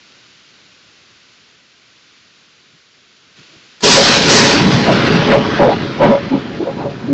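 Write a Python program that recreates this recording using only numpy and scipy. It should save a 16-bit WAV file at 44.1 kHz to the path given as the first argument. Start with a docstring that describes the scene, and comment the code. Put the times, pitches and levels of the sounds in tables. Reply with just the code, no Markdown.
"""Steady rain on a garden is heard from under a porch roof, with a few dull thumps.
Near 3.8 s lightning strikes close by: a snap, then shocks from the nearest part of the channel
arrive as a tearing crack. The porch rings with them and the small mono microphone overloads.
Farther parts follow, ever duller as the air absorbs their treble, and roll away as rumble and peals."""
import sys
import numpy as np
from scipy import signal
from scipy.fft import rfft, irfft, next_fast_len
from scipy.io import wavfile
from scipy.ndimage import uniform_filter1d, map_coordinates

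SR = 44100
rng = np.random.default_rng(int(sys.argv[2]) if len(sys.argv) > 2 else 0)


def put_to_file(sound):
    """Save the sound as 16-bit audio at rate SR, in the file named by the first command-line argument."""
    columns = np.atleast_2d(sound).T  # one column per channel
    safe = np.clip(columns, -1, 1)
    whole_steps = np.round(safe * 32767)
    wavfile.write(sys.argv[1], SR, whole_steps.astype(np.int16))


N = 314433

# Spectra of the thunder's small, long and stray shocks. Each row: frequency in Hz, relative density in dB.
CRACKLE_SPECTRUM = [(100, -12), (400, 2), (800, -2.5), (1400, 2.5), (2000, 0), (3300, 1.5), (4600, 3.5),
                    (5800, 1.5), (7000, -4.5), (8500, -13), (12000, -42.5)]
RUMBLE_SPECTRUM = [(15, -27.5), (40, -18), (75, -8), (130, 2), (230, 3.5), (400, -1.5), (700, -17.5),
                   (1100, -35), (2500, -65.5), (5000, -100)]
STRAY_SPECTRUM = [(60, -22), (150, -2.5), (225, 1.5), (320, 1), (600, -6), (950, -3.5), (1200, -17.5),
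                  (3000, -36), (6000, -66)]
# Rips, where a branch of the channel adds a rush of crackle.
# Each row: centre in seconds, length in seconds, extra level in dB, extra treble in dB.
BRANCH_RIPS = [(3.934, 0.088, 2, 3.5), (4.093, .1, 2.5, 0), (4.347, 0.096, 5.5, 7.5), (4.48, 0.13, 4, 4.5),
               (5.182, 0.36, 5.5, -4), (5.327, 0.041, 9.5, -10), (5.6, 0.15, 3.5, -1),
               (6.045, 0.057, 11.5, -9), (6.121, 0.077, 6.5, -2)]
# Peals from zigzag stretches of the channel. Each row: centre in seconds, length in seconds,
# shocks per second, level in dB, depth of the stray shocks below that level in dB.
ZIGZAG_PEALS = [(3.874, 0.051, 410, -12, 13), (3.988, 0.033, 514, -9, 10), (4.57, 0.067, 283, -16, 16),
                (4.67, 0.1, 181, -14.5, 23.5), (4.76, 0.05, 140, -11.5, 23), (4.9, 0.047, 624, -11.5, 3),
                (5.18, 0.072, 157, -16, 19), (5.299, 0.048, 243, -14.5, 1), (5.346, 0.068, 550, -11.5, 4.5),
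                (5.622, 0.042, 560, -10, -3), (5.677, 0.041, 520, -8.5, 10), (5.72, 0.034, 810, -16, 3),
                (5.847, 0.025, 200, -23, 16), (6.041, 0.056, 550, -9.5, -1), (6.098, 0.035, 200, -9.5, 7),
                (6.13, 0.065, 560, -10, 9), (6.345, 0.053, 258, -13, 8.5), (6.619, 0.032, 330, -17.5, 14.5),
                (6.683, 0.047, 478, -20.5, 11), (6.811, 0.057, 839, -31, -4.5), (6.862, 0.031, 570, -22, 7),
                (7.05, 0.035, 220, -23.5, 16), (7.117, 0.051, 264, -14, 27)]
# Resonances of the porch. Each row: frequency in Hz, bandwidth in Hz, gain over the direct sound in dB.
PORCH_MODES = [(137, 43, -8.5), (216, 50, -9), (429.3, 16, 2), (562.4, 18, 6), (699, 14, 1), (820, 20, 3),
               (965, 11, 5.5)]
# Strength of the rain. Each row: time in seconds, level in dB.
RAIN_LEVELS = [(0.03, -51), (1.41, -53), (1.62, -55), (2.08, -53.5), (2.32, -54), (2.39, -53.5),
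               (2.88, -55.5), (3.35, -53.5), (3.37, -49), (3.72, -50.5)]
# Spectra of the rain's two layers. Each row: frequency in Hz, relative density in dB.
HISS_SPECTRUM = [(30, -68.5), (410, -32.5), (700, -17), (1010, -5.5), (1500, 0.5), (1700, -2.5),
                 (2560, 0.5), (4540, -1), (7190, -10.5), (8500, -52.5), (11000, -49), (18700, -120)]
WASH_SPECTRUM = [(24, -47.5), (40, -18), (81, -6.5), (119, 0), (254, -1), (401, -2), (703, -8.5),
                 (900, -13), (1170, -33.5), (1980, -120)]
# Thumps before the strike. Each row: centre in seconds, level in dB, pitch in Hz, length in seconds.
DULL_THUMPS = [(1.14, -64, 124.7, 0.078), (2.75, -58, 134, .04), (3.403, -48, 139.6, 0.03),
               (3.557, -50.5, 240, 0.044)]

FRONT_S, FRONT_RISE_S = 3.84, 0.022  # at full strength; time to climb 30 dB
CRACKLE_DB, CRACKLE_FADE_DB_PER_S = -8.5, 8.5
NEAR_TREBLE_DB, FAR_TREBLE_DB, DULLING_S = -1, -23.5, 1.66
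RUMBLE_DB, RUMBLE_FLOOR_DB, RUMBLE_CREST_S = -16, -27.5, 1.213  # the crest is timed from the front
RUMBLE_SWELL_DB_PER_S, RUMBLE_FADE_DB_PER_S = 0.5, 10
RIP_THINNING = 0.47  # dB of rumble lost per dB of extra treble: a bright rip holds few long waves
ROLLOFF_HZ, TOP_HZ = 8000, 9044  # upper edge of the microphone's band


def thunder():
    """Travel time spreads one flash into a long roll: later shocks come from farther along the channel."""
    front = amp(30 * np.clip((clock() - FRONT_S) / FRONT_RISE_S, -4, 0))
    age = np.maximum(clock() - FRONT_S, 0)
    rip_db, rip_treble_db = sum(np.outer([db, treble_db], swell(clock() - centre, length))
                                for centre, length, db, treble_db in BRANCH_RIPS)
    return front * (crackle(age, rip_db, rip_treble_db) + rumble(age, rip_treble_db) + peals())


def crackle(age, rip_db, rip_treble_db, flicker_db=2):
    """Air absorption grows with frequency and path, so the dense small shocks arrive ever duller."""
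    level_db = CRACKLE_DB - CRACKLE_FADE_DB_PER_S * age + rip_db
    treble_db = FAR_TREBLE_DB + (NEAR_TREBLE_DB - FAR_TREBLE_DB) * np.exp(-age / DULLING_S)
    shocks = impacts(rate=2500, spread_db=0.5) + 0.82 * rng.standard_normal(N)
    hz, t, bins = signal.stft(coloured(porch(shocks), CRACKLE_SPECTRUM), SR, nperseg=512)
    absorption = (np.minimum(hz, TOP_HZ) / 5150) ** 1.6 - 0.2
    tilt_db = np.interp(t, clock(), treble_db + rip_treble_db) * absorption[:, None]
    # Random patches in frequency and time make the colour flicker.
    patches = uniform_filter1d(rng.standard_normal(bins.shape), size=3, axis=0)
    patches = unit(uniform_filter1d(patches, size=18, axis=1))
    dulled = signal.istft(bins * amp(tilt_db + flicker_db * patches), SR, nperseg=512)[1][:N]
    return amp(level_db + 0.8 * wobble(40, N)) * dulled


def rumble(age, rip_treble_db):
    """Long waves from the whole channel superpose; the sum builds slowly, then sinks to a mutter."""
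    swell_db = RUMBLE_SWELL_DB_PER_S * np.minimum(age, RUMBLE_CREST_S)
    fade_db = RUMBLE_FADE_DB_PER_S * np.maximum(age - RUMBLE_CREST_S, 0)
    level_db = np.maximum(RUMBLE_DB + swell_db - fade_db, RUMBLE_FLOOR_DB)
    level_db -= RIP_THINNING * np.maximum(rip_treble_db, 0)
    waves = unit(porch(coloured(impacts(rate=900, spread_db=2.5), RUMBLE_SPECTRUM)))
    return amp(level_db + 2.04 * wobble(16, N)) * waves


def peals():
    """Periodicity gives pitch: each zigzag sends a nearly regular train of shocks, amid stray ones."""
    track = np.zeros(N)
    for centre, length, hz, db, under_db in ZIGZAG_PEALS:
        train = wave_train(length, hz, jitter=0.1036, octave_db=-18.5, rough=0.51)
        offset = (np.arange(len(train)) - len(train) // 2) / SR
        strays = coloured(rng.standard_normal(len(offset)), STRAY_SPECTRUM) * swell(offset, length)
        add(track, centre, porch(train), length, db)
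        add(track, centre, porch(strays), length, db - under_db)
    return track


def snap(start_s=3.807, db=-32, t60_s=0.06):
    """A bright burst with exponential decay comes just ahead of the main front."""
    age = clock() - start_s
    envelope = (age > 0) * amp(db - 60 * np.abs(age) / t60_s)
    return envelope * coloured(rng.standard_normal(N), CRACKLE_SPECTRUM)


def porch(x):
    """Standing waves between floor, roof and wall add their resonances to the direct sound."""
    return filtered(x, lambda f: 1 + sum(amp(db) * 1j * f * width / (hz * hz - f * f + 1j * f * width)
                                         for hz, width, db in PORCH_MODES))


def rain(hiss_db=2, wash_db=-7.5):
    """Far drops sum incoherently to a hiss; near ones tick on leaves and paving, over a low wash."""
    level_db = np.interp(clock(), *np.transpose(RAIN_LEVELS))
    drops = rng.standard_normal(N) + amp(-12) * impacts(rate=500, spread_db=4.5)
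    hiss = amp(level_db + hiss_db + 0.16 * wobble(4.4, N)) * coloured(drops, HISS_SPECTRUM)
    wash_gain = amp(level_db + wash_db + 0.88 * wobble(10, N))
    return hiss + wash_gain * coloured(rng.standard_normal(N), WASH_SPECTRUM)


def thumps():
    """A few uneven cycles at low frequency are heard as a dull thump."""
    track = np.zeros(N)
    for centre, db, hz, length in DULL_THUMPS:
        add(track, centre, wave_train(length, hz, jitter=0.29, octave_db=-7, rough=0.18), length, db)
    return track


def wave_train(length, hz, jitter, octave_db, rough):
    """Random frequency and amplitude modulation roughen a swell of pressure waves."""
    offset = np.arange(SR * 2 // 5) / SR - 0.2
    cycles = np.cumsum(hz * (1 + jitter * wobble(hz / 2, len(offset)))) / SR + rng.random()
    wave = np.sin(2 * np.pi * cycles) + amp(octave_db) * np.sin(4 * np.pi * cycles)
    return wave * (1 + rough * wobble(hz, len(offset))) * swell(offset, length)


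def swell(offset, length, rise_shape=3.2, fall_shape=2.6):
    """An envelope, offset seconds from its centre, that sets in more abruptly than it ends."""
    return np.exp(-np.abs(offset / (0.63 * length)) ** np.where(offset < 0, rise_shape, fall_shape))


def add(track, centre, sound, length, db):
    """Mix in a sound with the energy of level db held for length seconds."""
    start = round(centre * SR) - len(sound) // 2
    part = track[start:start + len(sound)]
    part += (amp(db) * sound * np.sqrt(length * SR / np.sum(sound ** 2)))[:len(part)]


def impacts(rate, spread_db):
    """Shot noise: impulses of scattered size at random moments, rate a second."""
    hits = rng.random(N) < rate / SR
    return unit(hits * rng.choice([-1, 1], N) * amp(spread_db * rng.standard_normal(N)))


def wobble(rate, size):
    """A smooth curve through random knots, rate a second."""
    knots = np.random.default_rng(rng.integers(2 ** 32)).standard_normal(int(size * rate / SR) + 4)
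    return map_coordinates(knots, [np.arange(size) * rate / SR])


def coloured(x, spectrum):
    """Spectral shaping by (Hz, dB) points, scaled to rms 1."""
    hz, db = np.transpose(spectrum)
    return unit(filtered(x, lambda f: amp(np.interp(np.log(f + 1), np.log(hz), db))))


def filtered(x, response):
    """A linear filter multiplies the spectrum by its frequency response."""
    size = next_fast_len(len(x) + SR // 10)
    return irfft(rfft(x, size) * response(np.fft.rfftfreq(size, 1 / SR)), size)[:len(x)]


def amp(db):
    return 10 ** (np.asarray(db) / 20)


def unit(x):
    return x / np.sqrt(np.mean(x ** 2) + 1e-20)


def clock():
    return np.arange(N) / SR


def scene():
    """The pressures of all sources add at one point under the roof."""
    mono = rain() + thumps() + snap() + thunder()
    return np.array([mono, mono])


def record(dry, gain_db=2.01, ceiling=0.69, hardness=6):
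    """Saturation flattens the highest peaks in one band-limited microphone, which feeds both channels."""
    pressure = amp(gain_db) * dry[0]
    flattened = pressure / (1 + np.abs(pressure / ceiling) ** hardness) ** (1 / hardness)
    mono = filtered(flattened, lambda f: (f < TOP_HZ) / np.sqrt(1 + (f / ROLLOFF_HZ) ** 60))
    return np.array([mono, mono])


dry = scene()
out = record(dry)
put_to_file(out)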